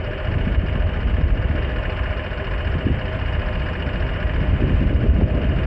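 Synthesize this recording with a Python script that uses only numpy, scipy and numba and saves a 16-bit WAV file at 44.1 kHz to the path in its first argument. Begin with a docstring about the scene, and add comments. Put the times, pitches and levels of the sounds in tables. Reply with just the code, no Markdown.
"""A single-cylinder four-stroke motorbike rolls slowly along a road, heard by a small camera on board.
Some 14.6 times a second, blows ring the engine case over a whirr of filtered noise with body resonances.
Noise and single slaps of wind buffet the port for the first 1.6 s, and briefly again near 2.9 s; the
strongest gusts come from 4.6 s to 5.3 s, as the drone swells; then the engine slows until the sound stops.
Throughout, the camera's gain control pulls the engine down under the gusts."""
import sys
import numpy as np
from scipy import signal
from scipy.fft import rfft, irfft, next_fast_len
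from scipy.io import wavfile
from scipy.ndimage import uniform_filter1d, map_coordinates
from numba import njit

SR = 44100
rng = np.random.default_rng(int(sys.argv[2]) if len(sys.argv) > 2 else 0)


def transcribe(u):
    """Save the signal u as a 16-bit wav file named by the first command-line argument.

    u: samples, shape (n,) or (channels, n), limited to [-1, 1]; the rate is SR.
    q: integer samples, one column per channel.
    """
    v = np.clip(np.atleast_2d(u).T, -1, 1)
    q = np.round(v * 32767).astype(np.int16)
    wavfile.write(sys.argv[1], SR, q)


N = 249606  # length in samples

# Engine speed. Each row: time in s, four-stroke cycles per s.
ENGINE_SPEED = [(0, 14.573), (.9, 14.492), (2.7, 14.71), (3.6, 14.843), (4.2, 14.802), (4.75, 15.12),
                (5.1, 14.796), (5.66, 13.539)]
START_CYCLE = .006  # share of a cycle already run at the start

# Modes of the engine case. 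Each row: frequency in Hz, relative level in dB, 60 dB decay time in s.
CASE_MODES = [(497, 2, .1), (622, -1, .11), (1048, 1, .06), (1200, -1, .05), (1487, 0, .04),
              (1620, -.5, .032), (1743, 1.5, .027), (1930, -4, .05), (2215, -6, .04), (2490, -5, .05),
              (2850, -1.5, .05), (3050, -4, .025), (3390, -4, .03), (3460, -3, .035), (3680, -3, .025),
              (4220, 1, .026), (4500, -2, .015), (4790, 1.5, .028), (4930, 0, .022), (5080, 0, .022),
              (5230, 0, .025), (5350, 0, .025), (5500, -1, .025), (5740, -2, .02), (6000, -3, .015),
              (7250, 2, .015), (7450, 5, .018), (7680, 7, .018)]
# Blows within one cycle. Each row: place as a share of the cycle, relative level in dB, colour centre in Hz,
# colour width in octaves, rattle decay in s, rattle share of the energy (0-1).
BLOWS = [(.575, -3, 2600, .6, .003, .4), (.59, -1, 4200, .08, .003, .3), (.58, -5, 4900, .2, .004, .6),
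         (.67, 0, 5200, .25, .007, .7), (.69, 0, 1540, .15, .003, .15), (.75, -5, 2600, .15, .003, .3),
         (.82, -3, 1480, .08, .003, .2), (.62, -7, 1100, .25, .003, .3), (.945, 2, 1700, .13, .003, .05),
         (.95, 1, 3100, .3, .004, .4), (.94, -6, 4200, .1, .003, .4), (.0, -7, 7300, .25, .006, .9),
         (.04, -4, 1120, .2, .003, .3), (.97, -2, 2400, .22, .004, .4), (.06, -2, 2300, .25, .005, .4),
         (.12, -6, 550, .25, .005, .2)]
TICK_DB, GRIND_DB = -1, -4.5  # rms of the blows and of the steady grind, relative to each other
RISE_S = .001  # time constant of a ring's onset
SCATTER_DB, SLACK_S = .8, .0004  # random spread of blow level and of timing
RING_WOBBLE_S = .00006  # slight random pitch wavering of the rings and grind

# Noise of gears, chain and tyres. Each row: frequency in Hz, relative density in dB per Hz.
WHIRR_SPECTRUM = [(150, -18.5), (300, -3.5), (450, -7), (600, -5), (800, 1.5), (1300, 0), (2000, 2),
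                  (3000, -4), (5000, -0.5), (7800, -24.5)]
# Resonances of the body. Each row: frequency in Hz, width in Hz, relative level in dB.
BODY_MODES = [(388.6, 22, -10), (510.6, 17, -10), (617.5, 45, -3.5), (1480, 49, -16.5), (1750, 280, -13),
              (2963, 360, -8.5)]
# Valve openings that let gas rush. Each row: share of the cycle, relative level in dB, fade as a share of it.
GAS_RUSH = [(.57, 1, .2), (.93, 0, .17)]
WHIRR_DB, RUSH_DB = -.5, -3  # gain of the whole whirr; rms of the rush envelope

# Engine level before the gain control. Each row: time in s, clatter above 750 Hz in dB,
# drone below it in dB, treble above 3.2 kHz in dB.
ENGINE_LEVEL = [(0, -33.5, -32.5, -34), (.9, -33, -32, -34), (1.5, -32.5, -31, -33.5), (2.0, -32, -32, -32),
                (3.0, -32.5, -33, -33), (3.7, -32, -33.5, -31), (4.3, -31.5, -33.5, -33),
                (4.9, -33, -30.5, -32.5), (5.3, -33.5, -25.5, -35), (5.66, -31.5, -33, -31.5)]

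# Wind before the port limit. Each row: time in s, rumble level in dB, flutter level in dB.
WIND_LEVEL = [(0, -29.5, -35), (.22, -28.5, -39), (.32, -24, -29.5), (.9, -24.5, -32.5), (1.3, -19.5, -27),
              (1.7, -26, -33.5), (2.2, -28, -37), (2.65, -26, -35.5), (2.77, -22.5, -28.5),
              (2.84, -29, -33), (2.9, -19.5, -20), (3.0, -26.5, -34.5), (3.45, -24, -35), (3.9, -28, -30.5),
              (4.2, -26, -34), (4.55, -17.5, -25), (4.65, -17.5, -19), (4.76, -14.5, -23), (4.83, -21, -20),
              (5.0, -23, -26), (5.04, -15, -16.5), (5.12, -21, -23.5), (5.22, -21, -17), (5.3, -21, -24.5),
              (5.66, -21.5, -25)]
# Slaps of air before the port limit. Each row: start in s, peak level in dB, centre frequency in Hz.
SLAPS = [(0.108, -23, 400), (0.282, -12, 74.3), (0.354, -14, 110), (0.398, -14.5, 66.7),
         (0.472, -12.5, 190), (0.512, -13.5, 59.6), (0.577, -5.5, 64), (0.612, -15, 88.5),
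         (0.635, -13, 174), (0.839, -12.5, 59.9), (0.718, -16.5, 60.6), (0.758, -18.5, 163),
         (0.795, -13.5, 65.7), (0.857, -11, 71.1), (0.984, -17, 70), (1.043, -14.5, 64.7),
         (1.079, -25, 159), (1.136, -10, 61), (1.209, -12, 147), (1.232, -7, 64.6), (1.316, -10, 61.5),
         (1.37, -19, 71), (1.446, -14, 65.6), (1.493, -10.5, 70.4), (1.498, -14, 191), (1.549, -19.5, 247),
         (1.897, -23, 615), (1.859, -22, 87.5), (2.767, -18.5, 77.4), (2.867, -8, 262),
         (2.742, -14.5, 78.1), (2.752, -19, 300), (2.855, -10, 83.6), (2.895, -13.5, 65),
         (2.917, -14.5, 73.7), (2.943, -16, 105.4), (4.251, -12.5, 68.2), (4.414, -18.5, 147.4),
         (4.433, -17, 65.2), (4.493, -17.5, 163), (4.539, -12.5, 71), (4.622, -9.5, 265),
         (4.632, -9.5, 55.6), (4.719, -9.5, 60.4), (4.825, -12.5, 217), (4.857, -9, 57),
         (4.949, -4.5, 66.5), (4.928, -16, 330), (4.988, -23.5, 150), (5.03, -18, 400), (5.084, -1, 63.3),
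         (5.105, -7, 60), (5.145, -7, 69.7), (5.186, -14, 178), (5.052, -17.5, 260), (5.208, -15.5, 206),
         (5.212, -12.5, 593), (5.22, -4.5, 308), (5.234, -3.5, 82.3), (5.342, -14.5, 89.8),
         (5.35, -18, 261), (5.423, -16, 74.4), (5.482, -14, 62), (5.612, -15, 75), (5.446, -21.5, 179.5),
         (5.564, -13, 58.5)]
SLAP_CYCLES = 0.46  # Gaussian half width of a slap, in its own cycles
PORT_LIMIT_DB = -2.5  # the strongest swings of air flatten here

# Response of the microphone behind its cover. Each row: frequency in Hz, gain in dB.
MIC_RESPONSE = [(15, -13.5), (25, -10.5), (33, 4.5), (50, 4.5), (2900, -2.5), (3150, -8), (3330, -15.5),
                (3700, -17.5), (3980, -25.5), (4250, -22.5), (5400, -29), (6000, -33), (6650, -42),
                (7600, -30.5)]
THRESHOLD_DB, RATIO = -16.5, 1.93  # gain control
ATTACK_S, RELEASE_S, AHEAD_S = 0.0056, .065, 0.016  # its time constants and how far it looks ahead
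TOP_HZ, FADE_S = 7740, .006  # upper cutoff; length of the final fade


def ticks(cycle):
    """Modal excitation: each blow, a clean knock plus a loose rattle, rings the modes near its colour."""
    hz, db, t60 = np.transpose(CASE_MODES)[:, :, None]
    t = np.arange(SR // 8) / SR
    swell = 1 - np.exp(-t / RISE_S)  # the knock spreads through the casting
    decay = undb(db - 60 * t / t60) / np.sqrt(t60)
    rings = decay * swell * np.sin(2 * np.pi * (hz * t + rng.random(hz.shape)))
    blows = np.zeros(N)
    last = int(cycle[-1])
    slack = rng.standard_normal(last + 2)  # all blows of a cycle come early or late together
    for share, blow_db, centre_hz, octaves, rattle_s, loose in BLOWS:
        at = np.interp(np.arange(-1, last + 1) + share, cycle, np.arange(N), left=-N, right=-N)
        size_db = SCATTER_DB * rng.standard_normal(len(at))
        at = (at + SLACK_S * SR * slack).astype(int)
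        inside = (at >= 0) & (at < N)
        knock = np.zeros(N)
        knock[at[inside]] = undb(size_db[inside])
        fade = np.exp(-t / rattle_s)
        rattle_envelope = signal.fftconvolve(knock, fade / np.linalg.norm(fade))[:N]
        rattle = rattle_envelope * rng.standard_normal(N)
        push = np.sqrt(1 - loose) * knock + np.sqrt(loose) * rattle
        weight = np.exp(-.5 * (np.log2(hz / centre_hz) / octaves) ** 2)
        blows += undb(blow_db) * signal.fftconvolve(push, (weight * rings).sum(axis=0))[:N]
    # gears shake the case between blows
    grind = signal.fftconvolve(rng.standard_normal(N), rings.sum(axis=0))[:N]
    return wobble(level(blows, TICK_DB) + level(grind, GRIND_DB), RING_WOBBLE_S, 30)


def whirr(cycle):
    """Broadband friction and flow noise: treble jumps as a valve opens, then fades; resonances waver."""
    broad = level(colour(rng.standard_normal(N), WHIRR_SPECTRUM), 0)
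    # the steady part, leaving the rest of the treble to the gas rush
    low = colour(broad, [(700, -1), (1200, -3), (1600, -3.5), (2400, -5), (3000, -3), (3500, -8),
                         (4500, -10), (5600, -9), (7000, -6)])
    high = broad - low
    top = colour(high, [(3200, -40), (3500, 0)])
    # the two treble bands flicker independently
    high = (high - top) * undb(1.6 * walk(30)) + top * undb(1.6 * walk(30))
    rush = sum(undb(db) * np.exp(-((cycle - share) % 1) / fade) for share, db, fade in GAS_RUSH)
    rush = level(uniform_filter1d(rush, SR // 400), RUSH_DB)
    high = high * rush * undb(.8 * walk(25))
    body = np.zeros(N)
    for hz, width_hz, db in BODY_MODES:
        gain = undb(db + 0.87 * walk(18))
        body += gain * wobble(band(hz, width_hz), 0.000594, 9)
    return undb(WHIRR_DB) * (low + high + body)


def wind():
    """Turbulent pressure: eddies at the port give deep rumble, faster flutter in puffs, and single slaps."""
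    rumble_db, flutter_db = curve(WIND_LEVEL)
    rumble = colour(rng.standard_normal(N), [(20, 0.5), (40, 3.5), (65, 4.0), (100, 1.0), (150, -13.5),
                                             (300, -30.0)])
    flutter = colour(rng.standard_normal(N), [(80, -15), (130, 0.5), (200, -3.5), (320, -8.5),
                                              (500, -15.5), (700, -24.0), (1200, -46.0)])
    # each pressure swing of the rumble throws a burst of flutter
    puffs = flutter * undb(1.8 * walk(40)) * (1.3 + np.abs(level(rumble, 0)))
    air = steady(rumble, 0.082) * undb(1.5 * walk(18)) * undb(rumble_db)
    air = air + steady(puffs, 0.076) * undb(flutter_db)
    for (start_s, db, hz), turn in zip(SLAPS, rng.random(len(SLAPS))):
        at = int(start_s * SR) + np.arange(-SR // 20, SR // 12)
        cycles = (at / SR - start_s) * hz - .55  # the slap centres 0.55 cycle after its start
        bump = np.exp(-.5 * (cycles / SLAP_CYCLES) ** 2)
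        slap = undb(db) * bump * np.cos(2 * np.pi * (cycles + turn))
        np.add.at(air, np.clip(at, 0, N - 1), slap)
    limit = undb(PORT_LIMIT_DB)
    return limit * np.tanh(air / limit)


def undb(db):
    """Logarithmic scale: amplitude factor of a level in dB."""
    return 10 ** (np.asarray(db) / 20)


def level(x, db):
    """Normalisation: scale a signal to an rms level in dB."""
    return x * undb(db) / np.sqrt(np.mean(x ** 2))


def curve(table):
    """Linear interpolation: the columns after the time column, one value a sample."""
    s, *columns = np.transpose(table)
    return [np.interp(np.arange(N) / SR, s, c) for c in columns]


def colour(x, points):
    """Zero-phase filtering: weight the spectrum by (Hz, dB) points joined over log frequency."""
    hz, db = np.transpose(points)
    pad = SR // 5
    size = next_fast_len(len(x) + 2 * pad)
    bins_hz = np.arange(size // 2 + 1) * SR / size + 1  # 1 Hz up, so the log stays finite
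    gain = undb(np.interp(np.log(bins_hz), np.log(hz), db))
    padded = np.pad(x, pad, "reflect", reflect_type="odd")
    return irfft(rfft(padded, size) * gain, size)[pad:pad + len(x)]


def band(hz, width_hz):
    """Resonance: noise through a single peak, rms 1."""
    b, a = signal.iirpeak(hz, hz / width_hz, fs=SR)
    return level(signal.lfilter(b, a, rng.standard_normal(N)), 0)


def walk(rate):
    """Smoothed random steps: values held 1 / rate s and slewed twice; spread near 1."""
    k = int(SR / rate)
    steps = np.repeat(rng.standard_normal(N // k + 1), k)
    return 1.368 * uniform_filter1d(uniform_filter1d(steps, k), k)[:N]


def wobble(x, seconds, rate):
    """Phase modulation: read the sound at a randomly wavering place, so that its resonances waver."""
    place = np.arange(N) + seconds * SR * walk(rate)
    return map_coordinates(x, [place], order=1, mode="mirror")


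def steady(x, seconds):
    """Power levelling: even out the swells longer than the given seconds; rms near 1."""
    k = int(seconds * SR)
    power = uniform_filter1d(uniform_filter1d(x ** 2, k), k)
    return x / np.sqrt(power + 1e-18)


@njit
def follow(size, attack, release):
    """Envelope detection: one-pole smoothing that rises fast and falls slowly."""
    out, e = np.empty(len(size)), 0.
    for i in range(len(size)):
        e += (size[i] - e) * (attack if size[i] > e else release)
        out[i] = e
    return out


def scene():
    """Superposition: the engine, levelled in three bands, plus the wind."""
    cycle = START_CYCLE + np.cumsum(curve(ENGINE_SPEED)[0]) / SR
    clatter_db, drone_db, treble_db = curve(ENGINE_LEVEL)
    engine = ticks(cycle) + whirr(cycle)
    drone = colour(engine, [(720, -3.0), (800, -50.0)])
    treble = colour(engine, [(3150, -45), (3300, 0)])
    clatter = engine - drone - treble
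    engine = undb(drone_db) * drone + undb(clatter_db) * clatter + undb(treble_db) * treble
    return (engine + wind())[None]


def record(dry):
    """Compression: the cover dulls the treble, loud moments are turned down, and the top is cut."""
    heard = colour(dry[0], MIC_RESPONSE)
    ahead = np.roll(np.abs(heard), -int(AHEAD_S * SR))
    envelope = follow(ahead, 1 / (ATTACK_S * SR), 1 / (RELEASE_S * SR))
    over = np.maximum(envelope / undb(THRESHOLD_DB), 1)
    heard = (heard * over ** (1 / RATIO - 1))[None]
    top_cut = signal.ellip(16, .3, 70, TOP_HZ, fs=SR, output="sos")
    fade = np.minimum((N - 1 - np.arange(N)) / (FADE_S * SR), 1)  # short fade to silence over the last 6 ms
    return signal.sosfilt(top_cut, heard) * fade


dry = scene()
out = record(dry)
transcribe(out)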